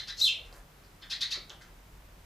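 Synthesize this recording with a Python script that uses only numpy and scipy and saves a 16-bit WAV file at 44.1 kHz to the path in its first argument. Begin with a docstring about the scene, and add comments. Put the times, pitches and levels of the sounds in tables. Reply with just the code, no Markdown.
"""Sparrows on a walled patio

One sparrow gives runs of short, rough chatter notes; another whistles a loud falling cheep.
Beaks tap and feet shuffle on the concrete floor, and the hard walls ring briefly.
A bed of distant rumble and microphone hiss lies underneath."""
import sys
import numpy as np
from scipy import signal
from scipy.fft import rfft, irfft
from scipy.io import wavfile

SR = 44100
rng = np.random.default_rng(int(sys.argv[2]) if len(sys.argv) > 2 else 0)


def master(y):
    """Save y as 16-bit WAV."""
    cut = np.clip(np.atleast_2d(y).T, -1, 1)
    pcm = np.round(cut * 32767)  # scale
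    wavfile.write(sys.argv[1], SR, pcm.astype(np.int16))


N = 99225


def amp(db):
    return 10 ** (np.asarray(db) / 20)


def unit_rms(x):
    return x / np.sqrt(np.mean(x ** 2) + 1e-20)


def at_hz(curve, hz):
    """Read a curve along a log-frequency axis."""
    curve_hz, values = np.transpose(curve)
    return np.interp(np.log(hz), np.log(curve_hz), values)


def bandpass(x, low_hz, high_hz):
    sos = signal.butter(2, [low_hz, min(high_hz, SR / 2.2)], "band", fs=SR, output="sos")
    return signal.sosfilt(sos, x)


def drift(rate_hz, size):
    """Smooth random modulator, rms 1."""
    pole = np.exp(-2 * np.pi * rate_hz / SR)
    smooth = signal.lfilter([1], [1, -2 * pole, pole * pole], rng.standard_normal(size + SR))
    return unit_rms(smooth[SR:])


def coloured_noise(eq, size):
    """Noise through an EQ curve, rms 1."""
    white = rfft(rng.standard_normal(size))
    hz = np.arange(1, len(white) + 1) * SR / size
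    return unit_rms(irfft(white * amp(at_hz(eq, hz)), size))


# Tone of the bed: (frequency [Hz], relative density [dB])
BED_EQ = [(20, -16), (32, -4), (49, 2.5), (62, -21.5), (90, -7.5), (125, -16), (152, -12), (220, -20),
          (460, -23), (1000, -25), (2000, -29.5), (4500, -35.5), (9000, -40), (12500, -38.5), (15300, -41)]
# Stereo width of the bed: (frequency [Hz], side minus mid [dB])
BED_WIDTH = [(60, -39), (110, -27.5), (200, -15.5), (380, -7), (690, -5), (1280, -1.5), (2360, -2.5),
             (4360, -4), (8040, -2.5), (14800, -24)]
# Fader ride on the rumble: (time [s], relative level [dB])
RUMBLE_RIDE = [(0.0, -61), (0.4, -62), (0.42, -55), (0.85, -62), (2.17, -56), (2.25, -56.5)]


def rumble_and_hiss(level_db=-53.5, crossover_hz=60):
    """A noise bed: distant rumble swells slowly under steady, wider microphone hiss."""
    hz = np.arange(1, N // 2 + 2) * SR / N
    low_cut_db = -200 * (hz < 15)
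    mid, side = rfft(rng.standard_normal((2, N))) * amp(at_hz(BED_EQ, hz) + low_cut_db)
    stereo = mid + amp(at_hz(BED_WIDTH, hz)) * side * [[1], [-1]]
    times, ride_db = np.transpose(RUMBLE_RIDE)
    swell = amp(np.interp(np.arange(N) / SR, times, ride_db - ride_db.mean()))
    rumble = swell * irfft(stereo * (hz < crossover_hz), N)
    hiss = irfft(stereo * (hz >= crossover_hz), N)
    return amp(level_db) * unit_rms(rumble + hiss)


# Reverb decay: (frequency [Hz], time to fall 60 dB [s])
WALL_DECAY = [(500, 0.26), (2000, 0.37), (4000, .3), (8000, 0.24), (14000, 0.05)]
# Reverb tone: (frequency [Hz], gain [dB])
WALL_EQ = [(500, 5.2), (2000, 5.1), (4000, -1.1), (8000, 2.5), (14000, 7)]


def wall_reverb(send, return_db=1.5, predelay_s=.0013, side_db=-10):
    """Echoes off hard walls: a short stereo noise tail that dies away band by band."""
    age = np.arange(SR // 2) / SR
    edges_hz = 150 * 2 ** np.arange(0, 7.1, .5)
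    white = rng.standard_normal((2, 2, len(age)))
    tail = np.zeros((2, len(age)))
    for k, (low, high) in enumerate(zip(edges_hz, edges_hz[1:])):
        centre = np.sqrt(low * high)
        decay = amp(at_hz(WALL_EQ, centre) - 60 * age / at_hz(WALL_DECAY, centre))
        tail += bandpass(white[k % 2], low, high) * decay
    impulse = tail * (age > predelay_s) / np.sqrt(SR / 50)
    mid, side = signal.fftconvolve(send[None], impulse, axes=1)[:, :len(send)]
    return amp(return_db) * (mid + amp(side_db) * side * [[1], [-1]])


# Foot scuffs: (start [s], length [s], level [dB], low cut [Hz], high cut [Hz])
SCUFFS = [(.3, 0.32, -69.5, 430, 650), (0.44, 0.061, -62.5, 310, 5000), (0.489, .13, -62, 300.5, 1470),
          (0.522, 0.094, -65.5, 3000, 13600), (0.834, .05, -69, 4060, 5240), (1.02, 0.052, -59, 810, 2980),
          (1.363, 0.029, -54.5, 252, 580), (1.335, 0.044, -58.5, 990, 1540), (1.497, 0.033, -55, 307, 1210),
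          (1.607, 0.036, -61, 1290, 2250), (1.61, 0.057, -59.5, 2500, 5650)]


def foot_shuffles(t, grains_per_s=6000):
    """Feet scuff the concrete: dense uneven grains with a quick swell and a slower fade."""
    grains = rng.standard_normal(len(t)) * rng.exponential(1, len(t))
    grains *= rng.random(len(t)) < grains_per_s / SR
    out = np.zeros(len(t))
    for start, length, db, low_hz, high_hz in SCUFFS:
        progress = np.clip((t - start) / length, 0, 1)
        envelope = np.sin(np.pi * progress ** .53)
        out += amp(db) * envelope * unit_rms(bandpass(grains, low_hz, high_hz))
    return out


# Beak hits: (time [s], click level before filtering [dB], ring [Hz])
BEAK_HITS = [(0.527, -37.5, 4440), (.54, -46, 6370), (.838, -49, 4900), (1.4961, -34.5, 5850),
             (1.4975, -32.5, 3870), (1.503, -24.5, 3280), (1.513, -47, 3400)]


def beak_taps(t, ring_spread=1.15, knock_hz=1400, ring_gain=8, knock_gain=1.589):
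    """A beak strikes the floor: a click excites a narrow ring and a broader, duller knock."""
    out = np.zeros(len(t))
    for time, db, ring_hz in BEAK_HITS:
        click = 1e-18 + amp(db) * (np.arange(len(t)) == np.searchsorted(t, time))
        out += ring_gain * bandpass(click, ring_hz / ring_spread, ring_hz * ring_spread)
        out += knock_gain * bandpass(click, knock_hz / 2, knock_hz * 2)
    return out


# Chatter notes: (start [s], gain [dB], length [s], top pitch [Hz], tilt [dB/octave])
CHATTER_NOTES = [(-.035, -35.5, 0.041, 2148, 0.1), (0.069, -34, 0.039, 2050, 0.1),
                 (1.013, -43.5, .025, 1878, -3), (1.096, -30, 0.043, 2150, 1.5),
                 (1.204, -26, 0.031, 2188, 2.5), (1.302, -29, 0.038, 2300, 1.8)]
# Throat resonances: (frequency [Hz], gain [dB])
THROAT_EQ = [(800, -34.5), (1300, -21), (2100, -21.5), (2900, -11), (3400, -10.5), (3750, -4), (4200, -3.5),
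             (5000, -7.5), (6500, -18), (8000, -31), (11500, -33.5), (15000, -53.5)]
# Harmonics ahead of the throat, fundamental first: (level [dB])
CHATTER_HARMONICS = [7, 5, -6, -7, -5, -5]


def sparrow_chatter(t, attack_s=.018, release_s=.003, tilt_pivot_hz=3800):
    """Each note starts as throat rasp; part way, an unsteady voice glides up as the rasp fades."""
    glide_from, jitter = .52, .013  # shares of the pitch
    voice_entry, crossfade = .52, .08  # shares of the note
    voice_shimmer_db, rasp_shimmer_db, rasp_db, end_fade_db = 3, 2, -4, -5.5
    out = np.zeros(len(t))
    wobble = 1 + jitter * drift(300, len(t))
    shimmers = np.array([drift(450, len(t)) for _ in range(4)])
    for start, db, length, top_hz, tilt in CHATTER_NOTES:
        throat = [(hz, gain + tilt * np.log2(hz / tilt_pivot_hz)) for hz, gain in THROAT_EQ]
        on = (t > start) & (t < start + length + 8 * release_s)
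        age, shimmer = t[on] - start, shimmers[:, on]
        progress = np.minimum(age / length, 1)
        pitch_hz = top_hz * (glide_from + (1 - glide_from) * progress)
        phase = 2 * np.pi * np.cumsum(pitch_hz * wobble[on]) / SR
        voice = np.zeros(len(age))
        for k, harmonic_db in enumerate(CHATTER_HARMONICS, 1):
            shaped_db = harmonic_db + at_hz(throat, k * pitch_hz)
            voice += amp(shaped_db + voice_shimmer_db * shimmer[k % 3]) * np.sin(k * phase)
        rasp = amp(rasp_db + rasp_shimmer_db * shimmer[3]) * coloured_noise(throat, len(age))
        voicing = 1 / (1 + np.exp((voice_entry - progress) / crossfade))
        attack = np.minimum(age / attack_s, 1)
        release = np.exp(-np.maximum(age - length, 0) / release_s)
        envelope = attack * release * amp(db + end_fade_db * progress ** 3)
        out[on] += envelope * (voicing * voice + (1 - .75 * voicing) * rasp)
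    return out


# Cheep contour, with a quiet raspy lead-in: (time [s], pitch [Hz], whistle [dB], rasp [dB])
CHEEP_CONTOUR = [(0.168, 4150, -65.5, -52.5), (0.189, 4260, -38.5, -47), (.203, 4170, -43.5, -33),
                 (0.209, 3700, -43, -44.5), (0.214, 3730, -22.5, -40), (.219, 3855, -18, -51.5),
                 (.228, 4193, -22, -40.5), (0.237, 3706, -26.5, -49), (.244, 3905, -19, -46),
                 (0.255, 3450, -26, -40), (.272, 3155, -27.5, -49), (0.286, 2713, -28, -42.5),
                 (0.306, 2528, -48, -52.5), (0.318, 2270, -51.5, -62), (.33, 2200, -60, -70)]
# Whistle harmonics, fundamental first: (relative level [dB])
CHEEP_HARMONICS = [0, -25, -28, -36]
# Tone of the rasp: (frequency [Hz], relative density [dB])
CHEEP_RASP_EQ = [(1800, -28), (3000, -14), (4600, -4), (5400, 0), (6800, -9), (8000, -18), (9700, -27),
                 (12500, -22), (15000, -34)]


def sparrow_cheep(t, warble_start_s=.23, warble_hz=89.55, vibrato_hz=179.6, tremolo_db=2.5):
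    """A near-pure whistle starts clean, then warbles unevenly as it falls; bright rasp rides on it."""
    times, contour_hz, whistle_db, rasp_db = np.transpose(CHEEP_CONTOUR)
    warble = np.sin(2 * np.pi * warble_hz * (t - warble_start_s)) + .5 * drift(150, len(t))
    warble *= t > warble_start_s
    pitch_hz = np.interp(t, times, contour_hz) + vibrato_hz * warble
    phase = 2 * np.pi * np.cumsum(pitch_hz) / SR
    whistle = np.zeros(len(t))
    for k, harmonic_db in enumerate(CHEEP_HARMONICS, 1):
        flicker_db = 2.5 * (k > 1) * drift(120, len(t))  # overtones only
        whistle += amp(harmonic_db + flicker_db) * np.sin(k * phase)
    whistle *= amp(np.interp(t, times, whistle_db) + tremolo_db * warble)
    rasp = amp(np.interp(t, times, rasp_db)) * coloured_noise(CHEEP_RASP_EQ, len(t))
    gate = (t > times[0]) & (t < times[-1])
    return (whistle + rasp) * gate


def scene(chatter_pan_db=2.3, cheep_pan_db=3, floor_send_db=-2.5):
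    """Mix both birds a little left and the floor sounds centred, over the reverb and the bed."""
    t = np.arange(-SR // 10, N) / SR  # 0.1 s of pre-roll
    chatter, cheep = sparrow_chatter(t), sparrow_cheep(t)
    floor = beak_taps(t) + foot_shuffles(t)
    leftward = np.array([[.5], [-.5]])
    direct = chatter * amp(chatter_pan_db * leftward) + cheep * amp(cheep_pan_db * leftward) + floor
    send = chatter + cheep + amp(floor_send_db) * floor  # the floor sounds are nearer, so drier
    return (direct + wall_reverb(send))[:, -N:] + rumble_and_hiss()


def record(dry, cutoff_hz=15400):
    """A steep high cut on the master."""
    return signal.sosfilt(signal.ellip(12, .5, 65, cutoff_hz, fs=SR, output="sos"), dry)


dry = scene()
out = record(dry)
master(out)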